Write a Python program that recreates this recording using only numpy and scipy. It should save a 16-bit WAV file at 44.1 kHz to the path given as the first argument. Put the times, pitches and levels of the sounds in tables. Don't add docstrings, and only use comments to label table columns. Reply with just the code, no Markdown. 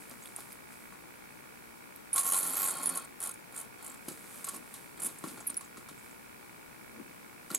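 import sys
import numpy as np
from scipy import signal
from scipy.fft import rfft, irfft
from scipy.io import wavfile
from scipy.ndimage import uniform_filter1d

SR = 44100
rng = np.random.default_rng(int(sys.argv[2]) if len(sys.argv) > 2 else 0)


def transcribe(signal):
    frames = np.atleast_2d(signal).T
    limited = np.clip(frames, -1, 1)
    pcm = np.round(limited * 32767).astype(np.int16)
    wavfile.write(sys.argv[1], SR, pcm)


N = 334278

# frequency in Hz, gain in dB.
AIR_SPECTRUM = [(25, -38), (38, -40), (60, -6.5), (80, -19.5), (110, -10), (230, -5), (500, -11),
                (680, -15.5), (900, -10.5), (1600, -16.5), (2500, -18), (3000, -26.5), (6000, -31),
                (12000, -37)]
HISS_SPECTRUM = [(1000, -4), (4000, -4), (6500, -5.5), (7200, -3.5), (8200, 0), (11000, 0), (13000, -2),
                 (15800, -4)]
GRASS_SPECTRUM = [(300, 0), (1000, 2.5), (3000, -3.5), (6000, -4.5), (8500, 6), (11500, 6), (14000, -2),
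                  (16000, -22)]
TICK_SPECTRUM = [(500, -26), (3000, -9), (6000, -22), (8000, 2), (13000, 3.5), (16000, -16)]
KNOCK_SPECTRUM = [(300, -27), (1200, -0.5), (2700, -2), (4000, 4), (5800, -1), (8200, 7.5), (11500, 7),
                  (14000, -12), (16000, -43)]
STEEL_SPECTRUM = [(500, -19.5), (2000, -10.5), (5200, -22.5), (6200, -22), (6700, -3.5), (7600, -0.5),
                  (9800, -1), (11700, 3), (13000, 2), (14500, -12), (16000, -26)]
GROUND_SPECTRUM = [(30, -26), (100, -16), (175, 2), (400, -1), (640, 0.5), (850, 3.5), (1300, -0.5),
                   (2000, -2), (2800, -12), (4200, -6), (6000, -8), (12000, -69)]
SOLE_SPECTRUM = [(100, -16), (190, -0.5), (310, 3), (410, -8), (540, -8), (700, -27), (1100, -12),
                 (4000, -55)]

# frequency in Hz, bandwidth in Hz, gain in dB.
SHELL_MODES = [(1449, 59, 12), (1674, 210, 3), (1930, 140, 4), (2277, 188, 10), (2516, 60, 7.5)]
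TRAP_MODES = [(853, 51, -7), (1109, 44, 2), (1267, 170, -10), (1379, 56, 0.5), (1800, 110, -11.5),
              (2200, 220, -12.5), (2520, 81, -11), (3230, 200, -11.5), (3820, 180, -12.5), (4320, 78, -8.5)]
CHAIN_LOW_MODES = [(3013, 19, -3), (3540, 69, -1.5), (3970, 48, -1.5), (4860, 41, -3), (5600, 34, -2.5),
                   (6150, 41, -1), (6520, 11, 1.5), (6590, 130, 4)]
TURF_MODES = [(182, 22, -15), (261, 87, 3), (326, 140, -0.5), (494, 69, -6)]
LOOSE_RING_MODES = [(6694, 24, 14), (7500, 81, 5.5), (7750, 110, 7), (10700, 430, -8)]
LINK_MODES = [(7660, 50, -4), (8420, 60, -5), (8690, 60, -6), (9110, 55, -5), (9300, 50, -3), (9597, 25, 1),
              (9955, 25, 0), (10075, 50, -3), (10325, 30, 0), (10520, 55, -3), (10715, 55, -3),
              (11180, 60, -4), (11502, 20, 1), (11730, 50, -4)]

# peak time in seconds, rise in seconds, fall in seconds, level in dB.
GRASS_SWISHES = [(.02, .05, 0.057, -49.5), (.11, 0.042, .05, -51.5), (.27, 0.11, 0.095, -49.5),
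                 (.38, 0.016, 0.087, -44.5), (.525, 0.033, 0.036, -48), (.73, 0.034, 0.046, -50.5),
                 (.82, .06, 0.12, -55), (4.11, 0.044, 0.037, -46), (4.37, 0.27, 0.23, -45.5),
                 (4.55, 0.018, 0.024, -39), (4.755, 0.075, 0.15, -49), (5.09, 0.055, 0.092, -46.5),
                 (5.285, 0.065, 0.1, -44), (6.04, 0.12, 0.13, -54.5), (7.555, 0.032, 0.0072, -36)]
SOLE_SCUFFS = [(4.11, .02, .03, -52.5), (4.56, 0.028, 0.044, -51), (5.06, 0.063, 0.044, -49),
               (5.262, .015, 0.032, -48), (5.315, .025, 0.045, -48.5), (5.39, .03, .04, -58),
               (5.52, .02, .03, -55), (7.005, 0.049, .035, -48)]
# start in seconds, tick level in dB, tick pitch in Hz, crack level in dB, crack pitch in Hz.
SHARP_CRACKS = [(.096, -34, 11500, -54, 3460), (0.1117, -39, 8810, -40, 4750),
                (.2375, -38, 10600, -49, 3710), (0.2574, -34, 9400, -41, 3500),
                (.274, -39, 9200, -44, 3900), (0.3624, -23.5, 9100, -55, 4010),
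                (.367, -30, 10100, -49, 6350), (0.405, -34, 12200, -42, 3440),
                (.5205, -37, 10500, -46, 4900), (0.528, -29, 12300, -56, 4790),
                (1.9611, -29.5, 12500, -50, 4090), (4.7398, -32, 10500, -47, 3850),
                (5.241, -43, 8800, -53, 3600), (5.5022, -27, 9100, -54, 4000),
                (5.5432, -35, 11000, -36.5, 5450), (5.609, -34, 9600, -48, 4500),
                (7.515, -29, 11800, -34, 4450), (7.5443, -26, 10200, -46, 4400),
                (7.548, -20, 10500, -31, 2300)]
# start in seconds, contact level in dB, clunk level in dB, strongest pitch in Hz.
KNOCKS_AND_SCUFFS = [(0.111, -52, -50, 850), (.385, -62, -45, 830), (.924, -57, -49, 1300),
                     (2.178, -30, -40.5, 1100), (2.32, -51, -50, 1197), (2.683, -56, -37, 1200),
                     (4.083, -40.5, -48, 1350), (4.444, -44.5, -48, 1150), (4.473, -45, -38.5, 1120),
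                     (4.486, -41, -45, 1100), (4.54, -50, -44.5, 1100), (4.741, -43.5, -53, 1100),
                     (5.2382, -43.5, -37, 1260), (5.283, -45, -51, 1400), (5.374, -50, -45, 1320),
                     (5.403, -51, -45, 900), (5.496, -46, -46.5, 1360), (5.609, -48.5, -46.5, 1100),
                     (5.77, -48, -47, 1400), (5.886, -46.5, -48, 1200), (7.502, -42.5, -39, 1420),
                     (7.544, -41, -50, 1100)]
# start in seconds, level in dB.
TURF_THUDS = [(.114, -43), (4.081, -34.5), (4.534, -44.5), (5.24, -31.5), (5.379, -46), (5.5, -43),
              (5.779, -43.5), (5.914, -46.5), (7.512, -38.5), (7.536, -38.5)]
RING_CLINKS = [(0.224, -46), (4.12, -44), (5.404, -42), (5.646, -48), (5.988, -50), (6.11, -53),
               (7.548, -20)]
# start in seconds, half-length in seconds, pitch in Hz,
# glide per half-length in Hz, level in dB.
LINK_SQUEAKS = [(2.13, 0.0086, 10150, 94.5, -25), (2.138, 0.011, 10500, 100, -26.5),
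                (2.193, 0.011, 9900, 13, -27), (2.857, 0.0034, 10500, -2, -23),
                (2.867, 0.014, 10240, -400, -26), (2.889, 0.018, 8900, 200.5, -34),
                (2.971, .008, 10400, 0, -33), (5.468, 0.015, 10940, -100, -29),
                (5.48, 0.012, 9600, -400, -39), (5.496, 0.014, 9160, 107, -36),
                (5.568, 0.013, 9900, 600, -29.5)]
# time in seconds, link level in dB, trap level in dB, link pitch in Hz.
LONG_PULL = [(2.142, -29.5, -49, 9900), (2.167, -24, -38.5, 9900), (2.19, -18.5, -57, 10500),
             (2.221, -25.5, -47, 10000), (2.273, -16.5, -43.5, 10800), (2.31, -23, -48, 10100),
             (2.335, -17, -38.5, 9700), (2.39, -19.5, -43, 10180), (2.45, -24.5, -43, 10600),
             (2.54, -23, -43, 10500), (2.61, -19, -41, 12300), (2.68, -21, -42, 10060),
             (2.74, -31, -44, 9650), (2.817, -28.5, -42.5, 9900), (2.98, -31.5, -45.5, 10100),
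             (3.06, -48, -52.5, 9300)]
# start, rise and fall in seconds, link and trap levels in dB, link pitch in Hz.
SHORT_TUGS = [(3.201, 0.045, 0.07, -31.5, -46, 9600), (3.522, 0.053, 0.08, -27, -51, 9700),
              (3.785, 0.069, 0.13, -33, -53, 9500), (4.974, 0.092, .04, -27.5, -49, 9500)]
# start in seconds, level in dB, pitch in Hz.
LINK_SNAGS = [(2.16, -16.5, 10000), (2.18, -17, 10100), (2.288, -23, 11300), (2.3205, -21.5, 9940),
              (2.362, -21, 10400), (2.371, -25, 9700), (2.3898, -29, 10000), (2.4447, -30, 10500),
              (2.465, -23.5, 10400), (2.4966, -32, 10700), (2.569, -21.5, 11900), (2.632, -28, 10550),
              (2.6567, -25, 9700), (2.674, -27, 9500), (2.6845, -24.5, 9800), (2.708, -22.5, 10200),
              (2.8313, -23.5, 10300), (2.8582, -24, 10100), (2.8923, -21.5, 10100), (2.9567, -24.5, 10550),
              (2.9724, -21, 10340), (3.0484, -37.5, 8900), (3.2034, -27, 10200), (3.216, -28, 9800),
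              (3.2265, -24, 9800), (3.2365, -23.5, 9600), (3.2485, -27, 9700), (3.259, -28, 9600),
              (3.272, -24.5, 9600), (3.292, -27, 9600), (3.3115, -31, 9500), (3.339, -37, 9800),
              (4.084, -27.5, 11200), (4.4435, -26, 8550), (4.448, -33, 10900), (4.468, -29, 11500),
              (4.4868, -24, 8700), (4.492, -30, 10600), (4.544, -36, 9000), (4.563, -32, 9700),
              (4.999, -31.5, 9000), (5.0195, -24.5, 9700), (5.033, -22.5, 10100), (5.046, -23, 9900),
              (5.0558, -25, 9800), (5.064, -20.5, 9900), (5.1854, -36.5, 9400)]
# time in seconds, level in dB.
SINGING_LEVELS = [(2.145, -48.5), (2.18, -35), (2.225, -49), (2.285, -42.5), (2.375, -41.5), (2.43, -60),
                  (2.56, -56), (2.66, -48), (2.72, -58), (2.77, -48), (2.93, -60), (2.995, -47),
                  (3.04, -70)]
RUN_LEVELS = [(2.3, -59), (2.5, -29.5), (2.62, -54), (2.76, -35), (2.84, -31.5), (2.94, -28.5),
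              (3.0, -54.5)]
EDGE_LEVELS = [(2.3, -73), (2.35, -55), (2.5, -56), (2.66, -57), (2.78, -56.5), (2.95, -56), (3.04, -65)]

REBOUND_S = 0.022


def undb(db):
    return 10 ** (np.asarray(db) / 20)


def through(x, response):
    response = np.atleast_2d(response / np.sqrt(np.sum(response ** 2, axis=-1, keepdims=True)))
    return signal.fftconvolve(x, response, axes=-1)[:, :x.shape[-1]]


def colour(x, spectrum, size=4096):
    hz, db = np.transpose(spectrum)
    gain = undb(np.interp(np.log(np.fft.rfftfreq(size, 1 / SR) + 1), np.log(hz), db))
    cepstrum = irfft(np.log(gain))
    cepstrum[1:size // 2] *= 2
    cepstrum[size // 2 + 1:] = 0
    return through(x, irfft(np.exp(rfft(cepstrum))))


def butter(x, order, hz, kind):
    return signal.sosfilt(signal.butter(order, hz, kind, fs=SR, output="sos"), x)


def ring(x, modes):
    t = np.arange(SR // 4) / SR
    response = sum(undb(db) * width_hz * np.exp(-np.pi * width_hz * t) * np.sin(2 * np.pi * hz * t)
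                   for hz, width_hz, db in modes)
    return through(x, response)


def grit(spread, rough_db, size=N):
    noise = rng.standard_normal(size) + spread * rng.standard_normal((2, size))
    noise *= undb(rough_db * np.repeat(rng.standard_normal(size // 16 + 1), 16)[:size])
    return noise / np.std(noise)


def pan(x, left_db):
    return x * undb(np.array([[left_db], [-left_db]]) / 2)


def add(out, start_s, sound):
    start = max(int(start_s * SR), 0)
    out[..., start:start + sound.shape[-1]] += sound[..., :max(N - start, 0)]


def match_rms(x, reference):
    return x * np.sqrt(np.mean(reference ** 2) / np.mean(x ** 2))


def blows(times_s, levels_db, rise_s, decay_s):
    power, t = np.zeros(N), np.arange(SR // 8) / SR
    shape = (1 - np.exp(-t / rise_s)) * np.exp(-t / decay_s)
    for start_s, db in zip(times_s, levels_db):
        add(power, start_s, (undb(db) * shape / shape.max()) ** 2)
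    return np.sqrt(power)


def twice(times_s, levels_db, gap_s, second_db, jitter=0.18):
    later_s = times_s + gap_s * np.exp(jitter * rng.standard_normal(len(times_s)))
    return np.concatenate([times_s, later_s]), np.concatenate([levels_db, np.add(levels_db, second_db)])


def curve(tables, column=1):
    t = np.arange(N) / SR
    return sum(undb(np.interp(t, rows[:, 0], rows[:, column], left=-200, right=-200))
               for rows in map(np.array, tables))


def swells(rows, fade_db=9.5):
    t = np.arange(N // 64 + 1) * 64 / SR
    power = np.zeros(len(t))
    for peak_s, rise_s, fall_s, db in rows:
        distance = np.maximum((peak_s - t) / rise_s, (t - peak_s) / fall_s)
        power += undb(db - fade_db * np.clip(distance, 0, 20)) ** 2
    return np.interp(np.arange(N) / SR, t, np.sqrt(power))


def hush(air_db=-55, hiss_db=-56.4):
    air = undb(air_db) * colour(rng.standard_normal((2, N)), AIR_SPECTRUM)
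    hiss = undb(hiss_db) * colour(rng.standard_normal((2, N)), HISS_SPECTRUM)
    return pan(air, 4.6) + hiss


def grass(gain_db=-3):
    return colour(undb(gain_db) * swells(GRASS_SWISHES) * grit(0.54, 3.5), GRASS_SPECTRUM)


def camera(rate_hz=59.94, tick_db=-33, whirr_db=-63, top_hz=2660, lead_s=0.00121, left_lag_s=0.00048):
    times_s = np.arange(0.0052, N / SR, 1 / rate_hz)
    uneven_db = 1.4 * rng.standard_normal(len(times_s))
    ticks = np.zeros(N)
    ticks[(times_s * SR).astype(int)] = undb(uneven_db + tick_db) * (-1) ** np.arange(len(times_s))
    snap = ticks - uniform_filter1d(ticks, size=23)
    release = undb(-1) * np.roll(snap, -round(lead_s * SR))
    stop = undb(-7) * snap
    whirr = blows(times_s, uneven_db + whirr_db, rise_s=0.0005, decay_s=0.003) * grit(0.6, 0)
    shell = ring(ticks + whirr, SHELL_MODES)
    out = signal.sosfilt(signal.ellip(6, 0.5, 50, top_hz, fs=SR, output="sos"), release + stop + shell)
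    out[0] = np.roll(out[0], round(left_lag_s * SR))
    return pan(out, -13)


def cracks():
    out, t = np.zeros((2, N)), np.arange(SR // 50) / SR

    def burst(hz, width_hz, decay_s):
        impulse = grit(0.26, 0.77, size=len(t)) * np.exp(-t / decay_s)
        return through(impulse, np.exp(-np.pi * width_hz * t) * np.cos(2 * np.pi * hz * t))

    for start_s, tick_db, tick_hz, crack_db, crack_hz in SHARP_CRACKS:
        tick = colour(burst(tick_hz, width_hz=2600, decay_s=0.0013), TICK_SPECTRUM, size=256)
        crack = burst(crack_hz, width_hz=450, decay_s=0.00097)
        add(out, start_s, undb(tick_db + 1) * tick / np.abs(tick).max())
        add(out, start_s, undb(crack_db) * crack / np.abs(crack).max())
    return out


def knocks_and_scuffs(rebound_db=-11):
    times_s, levels_db, _, _ = np.transpose(KNOCKS_AND_SCUFFS)
    force = blows(*twice(times_s, levels_db, REBOUND_S, rebound_db), rise_s=0.0008, decay_s=0.016)
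    return colour(force * grit(0.4, 2.5), KNOCK_SPECTRUM)


def clunks(rise_s=0.00018, decay_s=0.0064, focus_db_per_octave=22, detune=0.017, rebound_db=-7.5):
    out, t = np.zeros((2, N)), np.arange(SR // 10) / SR
    shape = (1 - np.exp(-t / rise_s)) * np.exp(-t / decay_s)
    for start_s, _, clunk_db, focus_hz in KNOCKS_AND_SCUFFS:
        modes = [(hz * (1 + detune * rng.standard_normal()), 0.76 * width_hz,
                  db - focus_db_per_octave * abs(np.log2(hz / focus_hz)))
                 for hz, width_hz, db in TRAP_MODES[:5]]
        for at_s, db in zip(*twice([start_s], [clunk_db], REBOUND_S, rebound_db)):
            clunk = ring(shape * grit(0.23, 3.6, size=len(t)), modes)
            add(out, at_s, undb(db + 1) * match_rms(clunk, shape))
    return pan(out, 3.9)


def rattle(caught, gain_db=-30, spot_db=4, knock_db=14):
    hits = [(s, db) for s, db, _ in caught] + [(s, db + knock_db) for s, db, _, _ in KNOCKS_AND_SCUFFS]
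    times_s, levels_db = np.transpose(hits)
    spots_db = spot_db * np.clip(rng.standard_normal((len(hits), len(CHAIN_LOW_MODES))), -2, 2)
    contact = undb(gain_db) * grit(0.25, 2.3)
    out = np.zeros((2, N))
    for (hz, width_hz, db), favour_db in zip(CHAIN_LOW_MODES, spots_db.T):
        force = blows(times_s, levels_db + db + favour_db, rise_s=0.00023, decay_s=0.001)
        out += ring(force * contact, [(hz, width_hz, 0)])
    return out


def thuds(push_s=0.0011, push_db=12, soil_db=-4, settle_s=0.027, settle_db=-9):
    steps = twice(*np.transpose(TURF_THUDS), settle_s, settle_db)
    pushes = np.zeros((1, N))
    pulse = np.hanning(int(push_s * SR) + 3)
    for start_s, db in zip(*steps):
        add(pushes, start_s, undb(db + push_db) * pulse / np.sqrt(np.sum(pulse)) / 2)
    soil = undb(soil_db) * blows(*steps, rise_s=0.00088, decay_s=0.0074) * grit(0.71, 0.39)
    return pan(ring(pushes + soil, TURF_MODES), 2.2)


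def clinks(gain_db=20, bounce_db=-5, gap_s=0.0035, count=4):
    taps = np.zeros((1, N))
    for start_s, db in RING_CLINKS:
        for k in range(count):
            add(taps, start_s + k * gap_s, undb([db + gain_db + k * bounce_db]))
    return pan(butter(ring(taps, LOOSE_RING_MODES), 10, 6250, "high"), -0.5)


def squeaks(scatter_hz=300, rasp_db=-9, rasp_span_hz=2500, count=5):
    out = np.zeros((2, N))
    for start_s, half_s, hz, glide_hz, db in LINK_SQUEAKS:
        u = np.arange(int(2 * half_s * SR)) / (half_s * SR)
        pitch_hz = hz + glide_hz * u + scatter_hz * rng.standard_normal((count, 1))
        cycles = np.cumsum(pitch_hz, axis=1) / SR + rng.random((count, 1))
        tone = np.sin(2 * np.pi * cycles).sum(0)
        band = [(hz - rasp_span_hz, -30), (hz, 0), (hz + rasp_span_hz, -30)]
        rasp = undb(rasp_db) * colour(grit(0.53, 1.7, size=len(u)), band, size=256)
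        slip = (tone / np.std(tone) + rasp) * np.sqrt(u) * np.exp(-2 * u ** 2)
        add(out, start_s, undb(db) * slip / np.std(slip) / np.sqrt(2))
    return pan(out, -0.55)


def hauls(link_fade_db=16, trap_fade_db=5, roundness=1.3):
    u = np.linspace(-1, 1, 21)
    slack = np.abs(u) ** roundness
    tables = [np.array(LONG_PULL)]
    for start_s, rise_s, fall_s, link_db, trap_db, hz in SHORT_TUGS:
        times_s = start_s + np.interp(u, [-1, 0, 1], [0, rise_s, rise_s + fall_s])
        tables.append(np.column_stack([times_s, link_db - link_fade_db * slack,
                                       trap_db - trap_fade_db * slack, np.full(len(u), hz)]))
    return tables


def catches(top_per_s=92, top_db=-25, rate_power=0.45, jitter=0.095, scatter_db=2, scatter_hz=770):
    rows = list(LINK_SNAGS)
    for haul in hauls():
        times_s, levels_db, _, pitches_hz = haul.T
        at_s = times_s[0]
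        for late, strong, high in np.clip(rng.standard_normal((160, 3)), -2, 2):
            if at_s > times_s[-1]:
                break
            db = np.interp(at_s, times_s, levels_db)
            hz = np.interp(at_s, times_s, pitches_hz)
            rows.append((at_s, db + scatter_db * strong, hz + scatter_hz * high))
            rate_per_s = top_per_s * undb(min(db - top_db, 0)) ** rate_power
            at_s += np.exp(jitter * late) / rate_per_s
    return rows


def links(caught, grind_s=0.0061, width_hz=1250, grind_db=-8.5, crack_db=-1.5, scrape_db=-20):
    clicks, t = np.zeros((2, N)), np.arange(SR // 25) / SR
    shape = (1 - np.exp(-t / 0.0005)) * np.exp(-(t / grind_s) ** 2)
    shape /= shape.max()
    rust = grit(0.39, 1.7)
    for start_s, db, hz in caught:
        contact = rust[:, int(start_s * SR):][:, :len(t)] * shape
        note = np.exp(-np.pi * width_hz * t) * np.cos(2 * np.pi * hz * t)
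        grind = colour(undb(3.5) * contact + undb(9) * through(contact, note), STEEL_SPECTRUM, size=512)
        add(clicks, start_s, undb(db + grind_db) * match_rms(grind, shape))
        crack = np.sqrt(t) * note
        catch_and_seat = twice([start_s], [db + crack_db], gap_s=0.0055, second_db=-4)
        for at_s, hit_db in zip(*catch_and_seat):
            add(clicks, at_s, undb(hit_db) * crack / np.abs(crack).max())
    scrape = colour(undb(scrape_db) * curve(hauls()) * grit(0.37, 1.7), STEEL_SPECTRUM)
    steel = clicks + scrape
    return steel + undb(-13) * ring(steel, LINK_MODES)


def trap(caught, drag_db=-3.5, ground_db=-4.5, jolt_db=-22):
    times_s, levels_db, _ = np.transpose(caught)
    drag = undb(drag_db) * curve(hauls(), column=2)
    shaken = ring(drag * grit(0.19, 3.9), TRAP_MODES)
    jolts = undb(jolt_db) * blows(times_s, levels_db, rise_s=0.00024, decay_s=0.0014)
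    jolted = ring(jolts * grit(0.98, 2.1), TRAP_MODES[:5])
    ground = undb(ground_db) * colour(drag * grit(1.17, 4.5), GROUND_SPECTRUM)
    return pan(shaken + jolted, 3.3) + pan(ground, 0.44)


def singing(pitch_hz=1096, wander_hz=16, flutter_db=1.5, gain_db=-2, rasp=0.29, window=500):
    wander, flutter = uniform_filter1d(rng.standard_normal((2, N)), window, axis=1) * np.sqrt(window)
    grip = 1 + rasp * colour(rng.standard_normal((1, N)), [(120, -2), (500, -16), (2000, -60)])
    tone = np.sqrt(2) * grip * np.sin(2 * np.pi * np.cumsum(pitch_hz + wander_hz * wander) / SR)
    return pan(tone * curve([SINGING_LEVELS]) * undb(gain_db + flutter_db * flutter), 5.3)


def judder(rate_hz=87, jitter=0.024, gain_db=6):
    times_s = np.cumsum(1 + jitter * rng.standard_normal(N // 256)) / rate_hz
    bumps = np.zeros((1, N))
    bumps[0, (times_s[times_s < N / SR] * SR).astype(int)] = undb(gain_db)
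    return pan(ring(bumps * curve([RUN_LEVELS]), TURF_MODES), 1.8)


def edge(pitch_hz=4410, width_hz=50, gain_db=-1):
    return undb(gain_db) * ring(curve([EDGE_LEVELS]) * grit(0.26, 3.1), [(pitch_hz, width_hz, 0)])


def soles():
    return pan(colour(swells(SOLE_SCUFFS) * grit(0.8, 4.5), SOLE_SPECTRUM), 1.1)


def tree_echo(x, gain_db=-18, t60_s=0.3, delay_s=0.004):
    t = np.arange(SR // 2) / SR
    tail = rng.standard_normal((2, len(t))) * np.exp(-np.log(1000) * t / t60_s) * (t > delay_s)
    return undb(gain_db) * through(x, tail)


def scene():
    caught = catches()
    work = links(caught) + trap(caught) + rattle(caught) + singing() + edge() + clunks() + judder()
    work = work + squeaks() + clinks() + knocks_and_scuffs() + thuds() + soles() + grass() + cracks()
    work = butter(work + tree_echo(work), 4, 154, "high")
    work = butter(work, 6, 14900, "low")
    work[0] = butter(work[0], 1, 11000, "low")
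    work[1] = butter(work[1], 1, 18000, "low")
    return work + camera() + hush()


def record(dry, widen_db=-4, top_hz=15850):
    side = butter((dry[0] - dry[1]) / 2, 1, [200, 700], "band")
    wide = dry + undb(widen_db) * np.array([side, -side])
    return signal.sosfilt(signal.ellip(10, 0.2, 70, top_hz, fs=SR, output="sos"), wide)


dry = scene()
out = record(dry)
transcribe(out)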